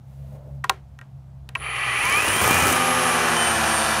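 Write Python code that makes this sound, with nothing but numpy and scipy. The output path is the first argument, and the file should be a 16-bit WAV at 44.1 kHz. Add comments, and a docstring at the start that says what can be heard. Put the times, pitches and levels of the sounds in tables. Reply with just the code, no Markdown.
"""A hand brushes along a plastic grip, close by, over the outdoor hum of a far engine.
The lock and trigger of a cordless grass trimmer click, the drive catches and the motor whines up to speed.
Gear teeth rattle the housing, the controller's switching sings near 10 kHz, and fan and line whirl the air.
The line flails and slaps briefly, then runs free in a steady whirr."""
import sys
import numpy as np
from scipy import signal
from scipy.fft import rfft, irfft
from scipy.io import wavfile
from scipy.ndimage import uniform_filter1d

SR = 44100
rng = np.random.default_rng(int(sys.argv[2]) if len(sys.argv) > 2 else 0)


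def transcribe(signal):
    """Save signal, clipped to [-1, 1], as a 16-bit WAV file at the path in sys.argv[1]."""
    frames = np.atleast_2d(signal).T
    limited = np.clip(frames, -1, 1)
    pcm = np.round(limited * 32767).astype(np.int16)
    wavfile.write(sys.argv[1], SR, pcm)


N = 176400
T = np.arange(N) / SR
FULL_SPEED_HZ, HEAD_RATIO = 155, .716  # head turns per motor turn

# Shaft and gear tones: multiple of motor speed, then relative level/dB at each of SHAFT_TIMES
SHAFT_TONES = [(0.5, -48.0, -45.0, -38), (1.0, -37.0, -38.0, -40), (1.5, -38.0, -38.0, -38),
               (2.5, -40.0, -34.0, -42), (3.0, -32.0, -35.0, -42), (3.5, -44.0, -39.0, -39),
               (4.5, -30.0, -33.0, -35), (5.0, -39.0, -38.0, -32), (6.5, -30.0, -32.0, -36),
               (7.0, -26.0, -30.0, -40), (7.5, -35.0, -37.0, -36), (8.0, -46.0, -32.0, -40),
               (9.0, -44.0, -31.0, -36), (10.0, -44.0, -33.0, -46), (11.0, -46.0, -42.0, -36),
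               (11.5, -43.0, -40.0, -37)]
# Breakpoints of the shaft tones' mix: t/s
SHAFT_TIMES = [2.92, 3.22, 3.6]
# Cutting head tones: multiple of head speed, relative level/dB
HEAD_PARTIALS = [(1, -41.5), (2, -35), (3, -36.5), (5, -40.5), (6, -37.5)]
def drive_whine(speed, turns):
    """Shaft, gears and head sing at multiples of their speeds, louder as the motor gets faster."""
    rise_db = 1 + 115 * np.log10(np.clip(speed / FULL_SPEED_HZ, 1e-3, 1))
    shaft = sum(tone(k * turns, rise_db + np.interp(T, SHAFT_TIMES, db), flutter_db=1.3)
                for k, *db in SHAFT_TONES)
    head = sum(tone(k * HEAD_RATIO * turns, rise_db + db, flutter_db=1.3) for k, db in HEAD_PARTIALS)
    duck_db = -7 * np.clip((2.76 - T) * 20, 0, 1)  # held back until the line runs free
    return from_db(duck_db) * (shaft + head)


# Gear tone swells: multiple of motor speed, peak t/s, half length/s, level/dB, roughness (0-1)
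GEAR_SWELLS = [(30, 1.96, .085, -26, .55), (24, 2.07, .06, -26, .2), (28, 2.13, .025, -26, .1),
               (10.5, 2.125, .085, -24, .1), (21, 2.165, .045, -18, .1), (21, 2.29, .18, -29, .35),
               (14, 2.57, .13, -25, .2), (14, 2.95, .3, -34, .2), (7.5, 2.58, .17, -24.5, .25),
               (19, 3.44, .075, -23.5, .05), (24, 3.87, .15, -36, .1), (30, 3.83, .2, -37, .1)]
def gear_swells(turns, lag_s=.0072, waver_hz=110):
    """Gear tones bloom, waver and sink back as they sweep through resonances."""
    far_turns = np.interp(T - lag_s, T, turns)  # the gears at the shaft's far end are heard later
    swells = np.zeros(N)
    for multiple, peak_s, half_s, db, rough in GEAR_SWELLS:
        window = np.exp(-np.abs((T - peak_s) / half_s) ** 3)
        waver = rough * drift(waver_hz) / (2 * np.pi)
        whine = tone(multiple * far_turns + waver, db, flutter_db=1.5)
        swells += window * whine * (1 + rough * drift(waver_hz) / 2)
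    return swells


# Envelope of the air rush: t/s, level/dB
AIR_ENVELOPE = [(1.57, -80), (1.63, -52), (1.8, -38), (2.0, -31.5), (2.15, -26.5), (2.35, -26), (2.5, -23),
                (2.8, -23.5), (3.3, -22.5), (3.7, -23), (4, -23.5)]
# EQ of the air rush: f/Hz, level/dB
AIR_EQ = [(30, -21), (70, -11), (130, -10.5), (300, -5.5), (430, -3), (620, -2), (850, 4), (1250, 2.5),
          (1750, 5.5), (2150, -16), (2700, -5), (3500, -8.5), (4500, -12), (6000, -8), (7700, -14.5),
          (9300, -11), (12000, -17.5), (15500, -29)]
def whirled_air(speed, turns):
    """Fan and line whirl up a rush that buzzes and throbs with every turn of the shaft."""
    throb = 1 + .17 * np.cos(2 * np.pi * turns)
    rush = rng.standard_normal(N) * throb * from_db(drift(68))
    buzz = from_db(-10.5) * np.sqrt(speed / FULL_SPEED_HZ) * meshing(turns, count=160)
    fade_in = np.minimum(speed / 4, 1)
    return from_db(in_time(AIR_ENVELOPE)[0]) * colour(rush + buzz, AIR_EQ) * fade_in


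# Envelope of the gear rattle: t/s, level/dB
RATTLE_ENVELOPE = [(1.56, -71), (1.6, -41), (1.635, -32), (1.68, -32), (1.8, -28.5), (1.97, -26.5),
                   (2.25, -28.5), (2.55, -25.5), (3, -29.5), (4, -32)]
# Housing resonances: f/Hz, width/Hz, relative level/dB
HOUSING_MODES = [(417, 150, -10), (805, 45, -1), (1054, 126, -2.5), (1241, 144, 2.5), (1740, 93, -1.5),
                 (1968, 67, 6.5), (2333, 117, 4), (2495, 51, 5), (2703, 47, 2.5), (3033, 152, -0.5),
                 (4560, 170, -15.5)]
def gear_rattle(speed, turns, teeth=17):
    """Teeth knock unevenly and set the housing ringing."""
    knocks = die_away(strikes(teeth * turns, spread_db=.5), seconds=.0028) * rng.standard_normal(N)
    knocks /= np.sqrt(uniform_filter1d(knocks ** 2, size=1300).clip(0) + 1e-3)  # level over 30 ms
    whine = from_db(-5) * np.sqrt(speed / FULL_SPEED_HZ) * meshing(turns, count=240)
    housing = sum((-1) ** k * from_db(db) * resonate(knocks + whine, hz, width)
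                  for k, (hz, width, db) in enumerate(HOUSING_MODES))
    return from_db(in_time(RATTLE_ENVELOPE)[0]) * rms_one(housing)


# Switching tone mix: t/s, carrier level/dB, lower sideband level/dB, upper sideband level/dB
SWITCH_MIX = [(1.57, -49, -42, -72), (1.65, -40.5, -51, -53), (1.98, -38, -36.5, -45),
              (2.06, -35.5, -42, -35.5), (2.27, -33.5, -29.5, -30.5), (2.6, -37, -33.5, -41),
              (2.9, -33.5, -39, -29.5), (3.05, -28.5, -34, -33), (3.25, -38, -36.5, -38),
              (3.47, -40, -24, -39), (3.6, -40, -36.5, -44), (3.75, -38, -28.5, -41), (3.94, -32, -34, -36)]
def controller(speed, turns, switch_hz=9993.5, pole_pairs=7, rasp_width_hz=2100):
    """The switching tone in a thin rasp; its sidebands sit one motor field frequency to each side."""
    tones = sum(tone(switch_hz * T + side * pole_pairs * turns, db, flutter_db=2)
                for side, db in zip((0, -1, 1), in_time(SWITCH_MIX)))
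    band = resonate(rng.standard_normal(N), switch_hz, rasp_width_hz)
    rasp = from_db(-52.5) * rms_one(resonate(band, switch_hz, rasp_width_hz))
    return (tones + rasp) * np.minimum(speed / 8, 1)


# Envelope of the line's flutter: t/s, level/dB
FLAIL_ENVELOPE = [(1.8, -75), (1.98, -41), (2.1, -35.5), (2.36, -29), (2.48, -27), (2.6, -28.5),
                  (2.72, -27), (2.78, -38), (4, -91)]
# EQ of flutter and slaps: f/Hz, level/dB
FLAIL_EQ = [(35, -32), (85, 10), (150, 1), (400, 1.5), (1200, -0.5), (3500, -23), (7000, -10), (15000, -14)]
# Hardest slaps of the line: t/s, level/dB
LINE_SLAPS = [(2.418, -14), (2.444, -13), (2.477, -9.5), (2.489, -16), (2.510, -9), (2.544, -9),
              (2.624, -15), (2.727, -7)]
# Sharp ticks of the line's tips: t/s, level/dB
TIP_TICKS = [(2.054, -18), (2.098, -14), (2.125, -19.5), (2.286, -17), (2.453, -20), (2.584, -20),
             (2.67, -12)]
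# Bright EQ of the ticks: f/Hz, level/dB
TICK_EQ = [(1000, -15), (5500, 5), (15000, -5)]
def flailing_line(speed, turns, line_ends=2, jitter_turns=.2):
    """Both line ends snap on each turn of the head, with slaps and ticks, until the line runs free."""
    swings = np.maximum.accumulate(HEAD_RATIO * turns + jitter_turns * drift(40) * (speed > 0))
    snaps = die_away(strikes(line_ends * swings, spread_db=2), seconds=.003) * rng.standard_normal(N)
    flutter = from_db(in_time(FLAIL_ENVELOPE)[0]) * colour(snaps, FLAIL_EQ)
    slaps = bursts(LINE_SLAPS, FLAIL_EQ, decay_s=.0016)
    ticks = bursts(TIP_TICKS, TICK_EQ, decay_s=.0006)
    return flutter + slaps + ticks


# Grip, lock, trigger and drive clicks:
# t/s, ring level/dB, ring centre f/Hz, ring spread/octaves, crack level/dB, tail level/dB
CLICK_CUES = [(0.6398, -15, 1600, 0.31, -51, -58), (0.6425, -14.5, 1090, 0.36, -23.5, -44.5),
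              (0.6495, -24, 1050, .4, -39, -58), (0.695, -27, 2770, 0.75, -14.5, -49),
              (0.6959, -6.5, 954, 0.61, -11, -38), (0.989, -34, 1690, 0.41, -43.5, -70),
              (1.013, -32.5, 1760, 0.43, -46, -55.5), (1.4903, -40, 1380, 1.5, -34.5, -52.5),
              (1.552, -14.5, 2470, 0.41, -35, -48), (1.5551, -9.5, 2560, 0.21, -43, -42.5),
              (1.555, -17.5, 1080, 0.16, -43, -65)]
# Modes of the plastic body: f/Hz, relative level/dB, t60/s
BODY_MODES = [(380, -14, 0.2), (542, -15.5, 0.082), (773, -7, 0.063), (977, -6.5, 0.053),
              (1071, -6.5, 0.06), (1234, -4.5, 0.028), (1393, -8, 0.065), (1592, -10.5, 0.055),
              (1880, -3.5, 0.036), (2320, -4, 0.017), (2640, -6, 0.022), (3000, -3, 0.01)]
# Bright EQ of the crack: f/Hz, level/dB
CRACK_EQ = [(200, -20.5), (900, 3), (3500, 9), (5500, 0.5), (9500, -1), (15000, -11.5)]
# Dark EQ of the tail: f/Hz, level/dB
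TAIL_EQ = [(150, -12), (400, 8.5), (1000, 4), (2500, -1.5), (5000, -15), (10000, -21), (15000, -31)]
def clicks():
    """Each click is a crack, a ring of the plastic body and a faint tail."""
    times, ring_db, centre_hz, octaves, crack_db, tail_db = np.transpose(CLICK_CUES)
    body = np.zeros(N)
    for k, (hz, mode_db, t60) in enumerate(BODY_MODES):
        gains = from_db(ring_db + mode_db) / (1 + (np.log2(hz / centre_hz) / octaves) ** 2)
        body += (-1) ** k * ring(impulses(times, gains), hz, t60)
    crack = die_away(impulses(times, from_db(crack_db)), seconds=.002) * noise(CRACK_EQ)
    tail = die_away(impulses(times, from_db(tail_db)), seconds=.033) * noise(TAIL_EQ)
    return body + crack + tail


# Envelopes of the hand slide: t/s, rub level/dB, hiss level/dB
BRUSH_ENVELOPES = [(0, -89, -82), (.1, -66, -67), (.24, -56, -66), (.36, -49, -64), (.41, -51, -88),
                   (.56, -55.5, -69), (.65, -76, -88)]
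# Soft EQ of the rub: f/Hz, level/dB
RUB_EQ = [(200, -11), (420, -10.5), (600, 0.5), (750, -10.5), (1100, -21), (1800, -30.5), (4000, -42)]
# Airy EQ of the hiss: f/Hz, level/dB
HISS_EQ = [(500, -12.5), (2000, 0), (5000, -8), (12000, -6.5), (15000, -7)]
def hand_on_grip():
    """Skin brushes along the grip with an uneven rub and a light hiss."""
    rub_db, hiss_db = in_time(BRUSH_ENVELOPES)
    rub = from_db(rub_db + 2 * drift(30)) * noise(RUB_EQ)
    return rub + from_db(hiss_db) * noise(HISS_EQ)


# Pitch of the engine's second partial: t/s, f/Hz
ENGINE_PITCH = [(0, 131), (.3, 137.5), (1.5, 133), (1.9, 124)]
# Fader ride on the engine: t/s, relative level/dB
ENGINE_RIDE = [(0, -1.5), (.27, 9), (.42, 3.5), (.57, 7), (.68, 0.5), (1.5, 0.5), (1.9, 3), (4, -21)]
# Engine partials: multiple of the firing rate, level/dB before the ride
ENGINE_PARTIALS = [(1, -47), (2, -43), (3, -60.5)]
def far_engine():
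    """A far engine hums at multiples of its firing rate."""
    firings = np.cumsum(in_time(ENGINE_PITCH)[0] / 2) / SR
    ride_db = in_time(ENGINE_RIDE)[0]
    return sum(tone(k * firings, db + ride_db, flutter_db=3) for k, db in ENGINE_PARTIALS)


# EQ of the outdoor bed: f/Hz, level/dB
RUMBLE_EQ = [(25, -17), (45, -12.5), (65, -1.5), (100, 6), (135, 4), (200, -8), (300, -18.5), (450, -24.5),
             (700, -15.5), (1000, -23.5), (2000, -35), (5000, -40.5), (15000, -48.5)]
def outdoor_rumble():
    """A low, steady bed of open-air noise."""
    return from_db(-48.5) * noise(RUMBLE_EQ)


def meshing(turns, count, lowest=24, size=8192):
    """Uneven teeth repeat their pattern every two turns: a dense comb of harmonics, rms 1."""
    harmonics = np.r_[np.zeros(lowest), np.exp(2j * np.pi * rng.random(count - lowest))]
    return rms_one(np.interp(turns / 2 % 1 * size, np.arange(size), irfft(harmonics, size)))


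def tone(cycles, db, flutter_db):
    """A sine whose level and phase flutter."""
    gain = from_db(db + flutter_db * drift(8))
    return gain * np.sin(2 * np.pi * (cycles + rng.random()) + .1 * flutter_db * drift(10))


def bursts(rows, eq, decay_s):
    """A short noise burst for each row of t/s, level/dB."""
    times, db = np.transpose(rows)
    envelope = die_away(impulses(times, from_db(db)), decay_s)
    return colour(envelope * rng.standard_normal(N), eq) * np.sqrt(np.mean(envelope ** 2))


def strikes(cycles, spread_db):
    """One click of random strength per cycle."""
    gains = from_db(spread_db * np.clip(rng.standard_normal(N), -2, 2))
    return np.diff(np.floor(cycles), prepend=0) * gains


def impulses(times, gains):
    """Clicks at the given times."""
    return np.bincount((times * SR).astype(int), gains, N)[:N] + 1e-18


def die_away(x, seconds):
    """Give each click an exponential decay."""
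    return signal.lfilter([1], [1, -np.exp(-1 / (seconds * SR))], x + 1e-18)


def ring(x, hz, t60):
    """A unit click sets a sine of height 1 ringing."""
    r, w = np.exp(-np.log(1000) / (t60 * SR)), 2 * np.pi * hz / SR
    return signal.lfilter([0, np.sin(w)], [1, -2 * r * np.cos(w), r * r], x)


def resonate(x, hz, width):
    """Resonant band-pass with a peak gain of 1."""
    r, w = np.exp(-np.pi * width / SR), 2 * np.pi * hz / SR
    return signal.lfilter(np.array([1, 0, -1]) * (1 - r * r) / 2, [1, -2 * r * np.cos(w), r * r], x + 1e-18)


def colour(x, eq, size=2 ** 18):
    """Minimum-phase EQ; the result has rms 1, so only the curve's shape counts."""
    hz, db = np.transpose(eq)
    bins_hz = np.arange(size // 2 + 1) * SR / size
    gain = from_db(np.interp(np.log(bins_hz + 1), np.log(hz), db))
    cepstrum = irfft(np.log(gain))
    cepstrum[1:size // 2] *= 2  # folding the cepstrum makes the filter causal
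    cepstrum[size // 2 + 1:] = 0
    return rms_one(irfft(rfft(x, size) * np.exp(rfft(cepstrum)))[:N])


def noise(eq):
    """Coloured noise, rms 1."""
    return colour(rng.standard_normal(N), eq)


def drift(hz, step=40):
    """Smooth random modulation with a spread of 1."""
    r = np.exp(-2 * np.pi * hz * step / SR)
    slow = signal.lfilter([1], [1, -2 * r, r * r], rng.standard_normal(N // step + 2002))[2000:]
    return np.interp(np.arange(N) / step, np.arange(len(slow)), rms_one(slow))


def in_time(rows):
    """Join breakpoints by straight lines: one curve for each column after t/s."""
    times, *columns = np.transpose(rows)
    return [np.interp(T, times, column) for column in columns]


def from_db(db):
    """Decibels to gain."""
    return 10 ** (np.asarray(db) / 20)


def rms_one(x):
    """Scale to unit rms."""
    return x / np.sqrt(np.mean(x ** 2) + 1e-20)


# Motor run-up and settling: t/s, rotation f/Hz
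MOTOR_SPEED = [(1.565, 0.0), (1.75, 37.06), (2.1, 104.36), (2.25, 131.14), (2.42, 160.85), (2.52, 172.59),
               (2.6, 177.26), (2.73, 171.18), (2.83, 174.09), (2.97, 172.53), (3.15, 167.77),
               (3.27, 163.86), (3.48, 159.21), (3.63, 153.57), (3.8, 151.36), (4.0, 149.48)]
def scene():
    """One motor speed drives the trimmer's running layers; handling and background join them in mono."""
    speed = in_time(MOTOR_SPEED)[0]
    turns = np.cumsum(speed) / SR
    trimmer = drive_whine(speed, turns) + gear_swells(turns) + controller(speed, turns)
    trimmer += gear_rattle(speed, turns) + whirled_air(speed, turns) + flailing_line(speed, turns)
    return (trimmer + clicks() + hand_on_grip() + far_engine() + outdoor_rumble())[None]


def record(dry, ceiling=.95, cutoff_hz=15600):
    """A soft clip rounds the highest peaks and a steep low-pass cuts the top."""
    rounded = dry / (1 + (dry / ceiling) ** 4) ** .25
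    return signal.sosfilt(signal.ellip(12, .1, 80, cutoff_hz, fs=SR, output="sos"), rounded)


dry = scene()
out = record(dry)
transcribe(out)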